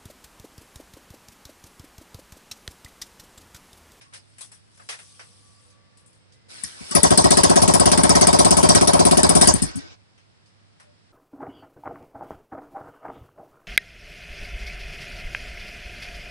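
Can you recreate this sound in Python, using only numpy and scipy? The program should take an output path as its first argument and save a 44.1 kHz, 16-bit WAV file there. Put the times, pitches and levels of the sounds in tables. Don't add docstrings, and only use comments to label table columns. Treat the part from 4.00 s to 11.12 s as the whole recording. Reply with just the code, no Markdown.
import sys
import numpy as np
from scipy import signal
from scipy.fft import rfft, irfft, next_fast_len
from scipy.io import wavfile
from scipy.ndimage import uniform_filter1d

SR = 44100
rng = np.random.default_rng(int(sys.argv[2]) if len(sys.argv) > 2 else 0)


def master_out(mix):
    frames = np.transpose(np.atleast_2d(mix))
    ceiling = np.clip(frames, -1, 1)
    pcm = np.round(ceiling * 32767).astype(np.int16)
    wavfile.write(sys.argv[1], SR, pcm)


def elevation(decibels):
    levels = np.asarray(decibels, float)
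    return 10 ** (levels / 20)


N = 313992
FIRST_FIRING_S, LAST_FIRING_OVER_S = 2.9494, 5.52


def unit(x):
    return x / np.sqrt(np.mean(x ** 2) + 1e-20)


def along(points, hz):
    f, v = np.transpose(points)
    return np.interp(np.log(hz + 1), np.log(f + 1), v)


def filtered(x, response):
    m = next_fast_len(x.shape[-1] + 4096)
    gain = response(np.fft.rfftfreq(m, 1 / SR) + 1e-3)
    return irfft(rfft(x, m) * gain, m)[..., :x.shape[-1]]


def band(lo_hz, hi_hz):
    return lambda f: 1 / np.sqrt((1 + (lo_hz / f) ** 12) * (1 + (f / hi_hz) ** 12))


def peaked(colour, modes, base):
    def gain(f):
        peaks = sum(elevation(db) / (1 + (2 * (f - centre) / width) ** 2) for centre, width, db in modes)
        return colour(f) * (abs(base) + peaks)
    return gain


def noise(colour, alike, rough_db=0, patchy_db=0, lag=0):
    a, b, rag = rng.standard_normal((3, N))
    turn = np.arccos(np.clip(alike, -1, 1)) / 2
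    left = np.roll(np.cos(turn) * a + np.sin(turn) * b, lag)
    pair = np.array([left, np.cos(turn) * a - np.sin(turn) * b])
    if patchy_db:
        z = signal.stft(pair, nperseg=512)[2]
        field = uniform_filter1d(rng.standard_normal(z.shape[1:]), size=4, axis=0)
        field = uniform_filter1d(field, size=6, axis=1)
        pair = signal.istft(z * elevation(patchy_db * unit(field)), nperseg=512)[1][:, :N]
    ragged = elevation(rough_db * unit(uniform_filter1d(rag, size=40)))
    return unit(filtered(pair * ragged, colour))


def bursts(times, levels_db, rise, t60, bend=1):
    env, t = np.zeros(N + SR), np.arange(SR // 2) / SR
    for s, db, fall in zip(times, levels_db, np.broadcast_to(t60, len(times))):
        burst = elevation(db - 60 * (t / fall) ** bend) * (1 - np.exp(-(t / rise) ** 2))
        env[round(s * SR):][:len(t)] += burst
    return env[:N]


# time in seconds, firings per second.
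ENGINE_SPEED = [(2.95, 11.74), (3.18, 15.04), (3.5, 16.13), (3.6, 16.63), (3.98, 16.97), (4.44, 16.91),
                (4.57, 16.07), (4.68, 17.23), (4.8, 15.62), (4.91, 16.92), (5.25, 16.62), (5.48, 16.55)]
# low pipe modes, high pipe modes, jet sizzle, hiss and rasp in dB.
FIRING_DB = (-14, -15.5, -11, -19, -22.5)
FIRING_SCATTER_DB = (0.6, 0.6, .3, .3, .5)
# time in seconds, extra sizzle in dB, extra hiss in dB,
# sizzle tilt in dB, hiss tilt in dB.
ODD_FIRINGS = [(2.95, 3.5, 2.5, 3, -2.5), (3.03, 4, 4, -0.5, 4), (3.104, -3.5, -6, -5, 3.5),
               (3.174, 4, 5, -2, -1.5), (3.241, -4, -0.5, -1, -3.5), (3.306, 2, 8, -1.5, -0.5),
               (3.37, 0.5, 2, 2.5, -0.5), (3.433, 0, 6.5, 0.5, 3), (3.496, -4.5, -5.5, -4, -1),
               (3.558, 1.5, 2, 1, 0.5), (3.617, -3.5, 1, 2.5, 1.5), (3.677, 1, -2, -2.5, 2),
               (3.737, 4.5, -2, 0.5, 1.5), (3.796, -0.5, -5.5, -4, -2.5), (3.856, -3.5, 4, 7, -1.5),
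               (3.915, 0.0, 3, -2, -2), (3.974, -1, -5.5, 5, 3.5), (4.033, 0.0, -4.5, -2, 6.5),
               (4.092, 0, -4, -0.5, 4.5), (4.151, -6.5, 4, 6, 1), (4.211, -4.5, 4.5, -0.5, 1),
               (4.269, 1, 0.5, -5, 0), (4.33, -9, -0.5, 5.5, -1), (4.388, 0, 4.5, 2.5, 0),
               (4.507, 0, 1, -5, 0.5), (4.567, 1, -2, 3, 6.5), (4.688, 4, 7, -2.5, -1),
               (4.748, 2, 4, -2.5, 0.5), (4.811, -6.5, -2.5, 5, 3.5), (4.872, -3, 2, 6, -1.5),
               (4.933, -4, -6.5, 5, 0.5), (4.992, -9.5, -2, -8.5, 0), (5.052, -2.5, 0, 2.5, 3),
               (5.11, 1, -6.5, -3.5, -4), (5.171, -1.5, 1, 1, 1.5), (5.23, -1, -2, -3, -5.5),
               (5.291, -1.5, -6.5, 1.5, -3), (5.351, 3, -0.5, 3, 1), (5.409, 6.5, 2, -2, -0.5),
               (5.471, 3, 8.5, -4, 3)]
# time in seconds, extra rasp in dB.
RASPY_FIRINGS = [(2.95, 5.5), (3.03, 8.5), (3.433, 4), (3.496, -8.5), (3.617, -9), (3.737, -2),
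                 (3.796, -4.5), (3.856, 0.5), (4.151, 6), (4.211, 1.5), (4.269, -4), (4.33, -6),
                 (4.388, 0.5), (4.507, -4), (4.748, 3), (4.811, -19.5), (4.992, -11), (5.052, -4),
                 (5.11, 3), (5.23, 3), (5.351, -2), (5.409, 7.5)]
# time in seconds, low pipe modes, high pipe modes, sizzle and hiss in dB.
UNFIRED = [
    (2.634, -33, -55, -23, -33),
    (2.807, -34, -49, -66, -52),
    (2.909, -31, -38, -23, -27.5),
    (5.538, -11, -25.5, -12.5, -34),
    (5.619, -11, -32.5, -16, -29.5),
    (5.755, -25, -54, -30, -41),
]


def exhaust_strokes():
    t = np.arange(FIRST_FIRING_S, ENGINE_SPEED[-1][0], 1 / SR)
    cycles = np.cumsum(np.interp(t, *np.transpose(ENGINE_SPEED))) / SR
    s = np.interp(np.arange(int(cycles[-1]) + 1), cycles, t)
    level_db = FIRING_DB + FIRING_SCATTER_DB * rng.standard_normal((len(s), len(FIRING_DB)))
    level_db = np.pad(level_db, ((0, 0), (0, 2)))
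    for at, sizzle_db, hiss_db, *tilts in ODD_FIRINGS:
        pipe_db = 0.1 * hiss_db
        level_db[np.argmin(abs(s - at))] += [0, pipe_db, sizzle_db, hiss_db, 0, *tilts]
    for at, rasp_db in RASPY_FIRINGS:
        level_db[np.argmin(abs(s - at)), 4] += rasp_db
    unfired = [(*row, row[-1] + 1, 0, 0) for row in UNFIRED]
    return np.vstack([np.column_stack([s, level_db]), unfired])


# pitch in Hz, peak in seconds after the stroke, spread in seconds, left port in dB, right
# port in dB.
PIPE_MODES = [(94, 0.0238, 0.01, -3.0, -5.5), (125, 0.0074, 0.0069, -6.5, -10.5),
              (136, 0.0474, 0.0031, -12.0, -11.0), (147, 0.0367, 0.0087, -9.5, -10.0),
              (166, 0.019, 0.0031, 0.5, 1.0), (217, 0.0073, 0.008, -0.5, -3.0),
              (272, 0.0255, 0.01, -8.0, -17.0), (332, 0.0393, 0.0086, -13.5, -15.0),
              (345, 0.0124, 0.0067, 1.5, 0.0), (357, 0.0199, 0.007, -1.0, 0.0),
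              (372, 0.0114, 0.0033, 1.0, -1.0), (408, 0.0109, 0.001, 5.0, 1.0),
              (487, 0.0395, 0.0096, -13.0, -21.0), (533, 0.0348, 0.0084, -6.5, -8.5),
              (541, 0.0488, 0.0019, -2.0, -10.0), (551, 0.0277, 0.001, 2.0, -7.5),
              (599, 0.0416, 0.01, -5.5, -25.5), (604, 0.0274, 0.01, -3.0, -40.0),
              (614, -0.0038, 0.0048, -15.0, -40.0), (676, 0.0314, 0.0063, -3.5, -6.5),
              (714, 0.0197, 0.0056, 5.5, 3.0), (781, 0.045, 0.01, -24.0, -29.0),
              (810, 0.0207, 0.0051, -4.5, -5.0), (831, 0.0341, 0.0099, -40.0, -13.0),
              (896, 0.0476, 0.0089, -13.0, -38.5), (903, -0.0037, 0.0066, -15.5, -32.5),
              (956, 0.0424, 0.0035, -23.0, -5.5), (967, 0.0232, 0.0054, -9.5, -13.5),
              (972, 0.0347, 0.0082, -7.0, -4.5), (1050, 0.0279, 0.0037, 0.5, -38.0),
              (1074, 0.0284, 0.0024, 0.5, -6.5), (1083, 0.0368, 0.0049, -8.5, -40.0),
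              (1103, 0.0203, 0.0033, 1.5, -0.5), (1304, 0.006, 0.0084, -7.0, -19.5),
              (1304, 0.0125, 0.01, -9.0, -24.5), (1309, 0.0012, 0.001, -6.0, -10.0),
              (78, .029, 0.015, -5, -10.5)]
# frequency in Hz, radians the right port leads.
PORT_TURN = [(80, 2.04), (200, 2.38), (400, 2.98), (700, 3.03), (1000, 2.41), (1400, 3.58)]


def pipe(strokes):
    split_hz, scatter_db, slip_rad, warmth = 330, 1.3, 0.16, 0.007
    unfired_fade_db_per_s = 250
    hz, peak, spread, left_db, right_db = np.transpose(PIPE_MODES)[..., None]
    out, t = np.zeros((2, N + SR)), np.arange(-SR // 50, SR // 10) / SR
    after = np.clip(t, 0, 1)
    opening = np.where(peak < 0, 1, 1 - np.exp(-after / 0.00055))
    swell = np.exp(-.5 * ((t - peak) / spread) ** 2) * opening
    turn = along(PORT_TURN, hz)
    highness = 1 / (1 + (split_hz / hz) ** 6)
    chance = rng.standard_normal((len(strokes), 3, len(hz), 1))
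    chance = unit(uniform_filter1d(chance, size=5, axis=2))
    for (s, low_db, high_db, *_), (size, shift, heat) in zip(strokes, chance):
        gain = swell * elevation(low_db + highness * (high_db - low_db) + 1.0 + scatter_db * size)
        gain *= elevation(-unfired_fade_db_per_s * after * (high_db < -25))
        phase = 2 * np.pi * hz * (1 + warmth * heat[0]) * (t - peak) + slip_rad * shift
        left = np.sum(gain * elevation(left_db) * np.cos(phase), 0)
        right = np.sum(gain * elevation(right_db) * np.cos(phase + turn), 0)
        out[:, round((s + t[0]) * SR):][:, :len(t)] += [left, right]
    return out[:, :N]


# low edge in Hz, high edge in Hz, rise in seconds,
# spit t60 in seconds, tail t60 in seconds, tail over spit in dB, trim in dB.
JET_LAYERS = [
    (7850, 14000, 0.0016, 0.026, 0.15, -7.5, -1.5),
    (3950, 6550, 0.0072, 0.081, 0.16, 9, -9.5),
    (1190, 6200, 0.005, 0.039, 0.39, 0, -7.5),
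]
# pitch in Hz, width in Hz, level in dB.
TREBLE_PEAKS = [(4750, 29, 1), (5180, 17, -6.5), (5790, 110, -0.5), (6334, 55, -0.5), (6150, 9.6, -12.5),
                (7870, 61, -4), (8440, 160, -4.5), (9650, 120, -0.5), (10090, 230, -5)]
# pitch in Hz, width in Hz, level in dB.
BRACKETS = [(1300, 40, -3), (1600, 150, -3), (1900, 200, -1)]


def jet(strokes):
    port_lag_s = .0005
    hollow_hz = 2700
    s, low_db, high_db, *levels, sizzle_tilt, hiss_tilt = np.transpose(strokes)
    out = bursts(s, high_db - 12.5, 0.012, 0.35) * noise(band(150, 1180), -0.1, rough_db=-2.0)
    out += bursts(s, low_db - 22.5, 0.018, 0.25) * noise(band(30, 90), .2)

    tilts = [(sizzle_tilt, 9000), (hiss_tilt, 5200), (0 * s, 5200)]
    for layer, db, (tilt_db, split_hz) in zip(JET_LAYERS, levels, tilts):
        lo_hz, hi_hz, rise, spit, tail, tail_db, trim_db = layer

        def hollowed(f):
            return band(lo_hz, hi_hz)(f) * (1 - 0.26 / (1 + ((f - hollow_hz) / 350) ** 2))

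        colour = peaked(hollowed, TREBLE_PEAKS + BRACKETS, base=0.44)
        gas = noise(colour, -.55, rough_db=3.2, patchy_db=5.0, lag=round(port_lag_s * SR))
        dull = filtered(gas, lambda f: 1 / (1 + (f / split_hz) ** 20))
        for part, part_db in ((dull, db - tilt_db), (gas - dull, db + tilt_db)):
            spit_env = bursts(s, part_db + trim_db, rise, spit)
            tail_env = bursts(s, part_db + trim_db + tail_db, rise, tail)
            out += part * (spit_env + tail_env)

    slow = (high_db < -30) & (s > LAST_FIRING_OVER_S)
    held = bursts(s[slow], levels[0][slow] - 10, .003, .045, bend=4)
    return out + held * noise(peaked(band(8500, 11000), TREBLE_PEAKS, base=0.67), -.5, patchy_db=4.0)


# crest in seconds, pitch in Hz,
# glide in Hz per second, level in dB, spread in seconds.
RINGS = [(.068, 1110, 0, -56, .006), (.095, 1100, 0, -59, .009), (.172, 560, 0, -55, .007),
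         (.802, 1650, 0, -52, .003), (.805, 1200, 0, -47, .004), (.815, 550, 0, -58, .012),
         (.826, 1650, 0, -54, .004), (1.2, 1300, 0, -51, .004), (1.22, 1600, 0, -53, .004),
         (1.661, 1100, 0, -64, .01), (2.487, 500, 0, -54, .0036), (2.64, 1110, 0, -43, .006),
         (2.775, 1710, 0, -50, .008), (2.795, 1100, 0, -47, .005), (2.92, 2950, 0, -33, .005),
         (2.927, 1140, 0, -26, .006), (5.59, 2200, 0, -44, .01), (5.625, 1900, 0, -39, .005),
         (5.685, 2200, 0, -46, .012), (5.7, 1520, 0, -44, .018), (5.74, 1500, 0, -48, .015),
         (5.762, 205, 900, -30, .006), (5.779, 268, 300, -26.5, .012), (5.775, 1530, 0, -45, .01),
         (5.85, 337, 0, -47, .015), (5.85, 1520, 0, -50, .035), (5.86, 610, 0, -52, .012),
         (5.82, 400, 0, -48, .006), (5.86, 2200, 0, -53, .015), (5.9, 2410, 0, -55, .012),
         (5.7, 75, 0, -38, .025), (5.84, 80, 0, -42, .02), (5.91, 80, 0, -44, .015),
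         (6.016, 2400, 0, -66, .0076), (6.89, 590, 0, -57, .03), (5.565, 320, 0, -31, .008),
         (5.65, 300, 0, -33, .01), (5.69, 330, 0, -40, .012)]
# crest in seconds, pitch in Hz,
# glide in Hz per second, level in dB, spread in seconds.
BARKS = [(2.958, 1960, 9000, -18.5, 0.0028), (2.965, 2280, -2.5, -23, 0.0056),
         (3.042, 1860, 0, -19.5, 0.0055), (3.05, 1600, 0, -24, 0.0032), (3.25, 1900, -3, -20, .005),
         (3.312, 2060, 0, -25, .004), (3.318, 2350, 0, -26.5, .004), (3.445, 1960, 0.5, -21.5, 0.007),
         (4.155, 1860, -3, -21.5, 0.0071), (4.222, 2110, 1, -26, 0.0086), (4.245, 2000, 0, -26, .004),
         (4.76, 1910, -3, -23, 0.0073), (5.42, 1570, 1, -26.5, 0.016), (5.485, 1870, -2, -28, .008)]


def loose_parts():
    out, t = np.zeros(N + SR), np.arange(-SR // 20, SR // 8) / SR
    for s, hz, glide, db, spread in RINGS + BARKS:
        swell = elevation(db) * np.exp(-.5 * (t / spread) ** 2)
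        ring = swell * np.sin(2 * np.pi * (hz + glide * t / 2) * t)
        out[round((s + t[0]) * SR):][:len(t)] += ring
    return out[:N] * np.array([[1.3], [-.6]])


# time in seconds, level in dB.
GEAR_LOAD = [(2.5, -49), (2.68, -50), (2.76, -50.5), (2.95, -43), (3.1, -32), (4.0, -31.5), (5.0, -30.5),
             (5.32, -32.5), (5.44, -28.5), (5.56, -43), (5.68, -47.5), (5.8, -50.5), (5.9, -55.5),
             (5.98, -50)]
# pitch in Hz, width in Hz, level in dB.
GEAR_MODES = [(680, 80, -29.5), (1287, 28, -7.5), (1527, 27, 0.5), (2258, 64, -4), (3540, 77, -16.5)]


def gear(strokes):
    on_s, off_s = 2.482, 5.963
    idle_load_db, growl_db, growl_follows = -29, -29, 1.2
    sizzle_db, sizzle_fade_db_per_s = -2.5, 127.5
    starter_growl_db = -6.5
    t = np.arange(N) / SR
    load_db = np.interp(t, *np.transpose(GEAR_LOAD))
    turning = np.clip(np.minimum(t - on_s, off_s - t) / .03, 0, 1)
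    rasp = turning * elevation(load_db)
    sizzle = rasp * elevation(sizzle_db - sizzle_fade_db_per_s * np.clip(t - LAST_FIRING_OVER_S, 0, None))
    growl_level_db = growl_db + growl_follows * (load_db - idle_load_db)
    growl = turning * elevation(growl_level_db + starter_growl_db * (t < FIRST_FIRING_S))

    fired = [row[0] for row in strokes if row[2] > -20]
    since = t - np.take(fired, np.searchsorted(fired, t) - 1)
    sag = elevation(np.where((since > 0) & (since < .08), 5 - 300 * since, 0))

    rasp_colour = peaked(lambda f: band(1200, 6700)(f) ** 2, GEAR_MODES, base=.4)
    sizzle_colour = peaked(band(7200, 11000), TREBLE_PEAKS, base=1.0)
    growl_colour = peaked(band(200, 1200), GEAR_MODES, base=0.6)
    whirr = rasp * noise(rasp_colour, -.3, rough_db=1.5, patchy_db=2.2)
    whirr += elevation(-4.0) * sizzle * noise(sizzle_colour, 0, rough_db=1.0, patchy_db=-1.0)
    return elevation(3.0) * sag * whirr + elevation(6.0) * np.sqrt(sag) * growl * noise(growl_colour, -0.66)


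# time in seconds, peak in dB,
# knock in dB, sizzle in dB, knock pitch in Hz.
CLICKS = [(0.011, -49, 0, -14, 2140), (0.126, -55, 3.5, -10, 1500), (0.135, -40, -8.5, -7.5, 2180),
          (0.145, -57, -2, -22, 1700), (0.382, -49, -1, 2.5, 2440), (0.408, -39.5, -10.5, -1, 1150),
          (0.516, -51, -2, -0.5, 1550), (0.772, -65, 5, 3, 1600), (0.796, -72, 21, -21, 1400),
          (0.8883, -29, -3.5, -10, 2110), (0.926, -53, 10, -15, 1900), (0.988, -49, 1.5, -7, 1970),
          (1.1934, -47.5, 5.5, -26, 1580), (1.7, -60, -15, -14, 1140), (1.971, -56, -15, -2, 2030),
          (2.0594, -68, -8, 11.5, 1160), (2.1281, -62.5, -9, -2, 1150), (2.3206, -55, -20, -13, 2100),
          (6.177, -58.5, 0, -20, 2710), (6.4583, -56.5, -20.5, -16, 1805), (6.798, -52, 1, -6, 1550)]
# time in seconds, level in dB.
RUSTLE = [
    (0.0, -74.5),
    (0.41, -64),
    (0.7, -69.5),
    (0.75, -60.5),
    (1.08, -54),
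    (1.41, -59.5),
    (1.71, -63),
    (1.79, -80),
    (2.45, -83),
]


def handling():
    click_t60_s, knock_width = 0.19, 0.63
    s, db, knock_db, sizzle_db, knock_hz = np.transpose(CLICKS)
    rustle_s, rustle_db = np.transpose(RUSTLE)
    rustle = elevation(np.interp(np.arange(N) / SR, rustle_s, rustle_db, -120, -120))

    def scrape(at, level_db):
        return bursts(at, level_db, 0.001, 0.72 * click_t60_s, bend=1.51)

    def metal(lo_hz, hi_hz):
        return noise(peaked(band(lo_hz, hi_hz), TREBLE_PEAKS, base=0.88), .1, rough_db=0.5, patchy_db=3.0)

    out = (elevation(-4) * rustle + scrape(s, db - 6.5)) * metal(2600, 6400)
    out += (elevation(-6) * rustle + scrape(s, db + sizzle_db - 2.5)) * metal(7400, 11000)
    body = noise(band(430, 3400), -0.38)
    for at, level_db, hz in zip(s, db + knock_db - 0.5, knock_hz):
        near = slice(round(at * SR), round(at * SR) + SR // 3)
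        knock = filtered(body[:, near], lambda f: 0.12 + 1 / (1 + ((f - hz) / (knock_width * hz)) ** 2))
        out[:, near] += scrape([0], [level_db])[:knock.shape[1]] * unit(knock)
    return out


# pitch in Hz, level in dB, start in seconds, end in seconds.
PUMP_TONES = [
    (505, -76.5, 0.88, 2.45),
    (575, -80, 1.6, 2.13),
    (1150, -70, 1, 1.55),
    (1152, -72, 1.2, 2.1),
    (1760, -82, 1.5, 2.1),
    (2040, -75, 1.8, 1.9),
    (2040, -74, 2.32, 2.75),
    (5800, -77, 1.3, 1.7),
    (8260, -84, 2, 2.33),
]


def pump():
    t = np.arange(3 * SR) / SR
    drift = unit(uniform_filter1d(rng.standard_normal((len(PUMP_TONES), 2, len(t))), size=2000))
    tones = np.zeros(len(t))
    for (hz, db, start, end), (swell, slip) in zip(PUMP_TONES, drift):
        running = np.clip(np.minimum(t - start, end - t) / 0.041, 0, 1)
        tones += running * elevation(db + 3 * swell) * np.sin(2 * np.pi * hz * t + 1.1 * slip)
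    return np.pad(tones, (0, N - len(t))) * elevation([[3], [-3]])


# frequency in Hz, t60 in seconds.
WALL_T60 = [(100, 0.33), (1000, 0.17), (4000, 0.13), (10000, 0.051)]


def walls(x):
    hz, t, z = signal.stft(rng.standard_normal((2, SR // 2)), SR, nperseg=256)
    decay = elevation(-60 * t / along(WALL_T60, hz)[:, None])
    tail = signal.istft(z * decay, SR, nperseg=256)[1]
    return signal.fftconvolve(x, tail / np.linalg.norm(tail[0]), axes=1)[:, :N]


# frequency in Hz, level in dB per Hz.
ROOM_TONE = [(15, -75.5), (25, -47), (64, -23), (101, -9.5), (197, -12), (229, -14.5), (412, -19),
             (468, -18.5), (759, -20), (2000, -21.5), (5120, -27.5), (10200, -44), (11000, -56),
             (14300, -90), (22000, -120)]


def workshop():
    swell, slip = unit(uniform_filter1d(rng.standard_normal((2, N)), size=2500))
    port_phase = np.array([[0], [2.2]])
    hum = elevation(1.9 * swell) * np.sin(2 * np.pi * 101 * np.arange(N) / SR + slip + port_phase)
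    air = noise(lambda f: elevation(along(ROOM_TONE, f)), -0.26)
    return elevation(-59.5) * hum + elevation(-61.0) * air


def scene():
    strokes = exhaust_strokes()
    tone = pipe(strokes) + loose_parts()
    near = jet(strokes) + handling()
    room = elevation(-16.5) * walls(near + elevation(-9) * tone)
    return tone + near + room + gear(strokes) + pump() + workshop()


# frequency in Hz, gain in dB.
LEFT_PORT = [(60, -6), (200, 2.5), (1000, 0), (3500, 0), (6000, -4), (8000, 8.5), (9600, 10), (10600, 3)]
# frequency in Hz, gain in dB.
RIGHT_PORT = [(60, 7), (200, 5.5), (1000, 1), (3000, 0.5), (4200, 3.5), (5000, 3), (5800, 3.5), (6600, 0.5),
              (8000, -2), (10600, -12)]


def microphone_ports(dry):
    x = filtered(dry, lambda f: elevation([along(LEFT_PORT, f), along(RIGHT_PORT, f)]))
    x[1] = filtered(x[1], lambda f: .75 + .7 / (1 + ((f - 5100) / 450) ** 2))
    return x


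def top_cut(x):
    return signal.sosfilt(signal.butter(12, 11790, fs=SR, output="sos"), x)


def record(dry):
    top_hz = 10580
    x = microphone_ports(dry)
    x = x / (1 + np.abs(x / 0.96) ** 5) ** (1 / 5)
    x = filtered(x, lambda f: 1 / np.sqrt(1 + (f / top_hz) ** 300))
    return top_cut(np.clip(x, -1, 1))


dry = scene()
out = record(dry)
master_out(out)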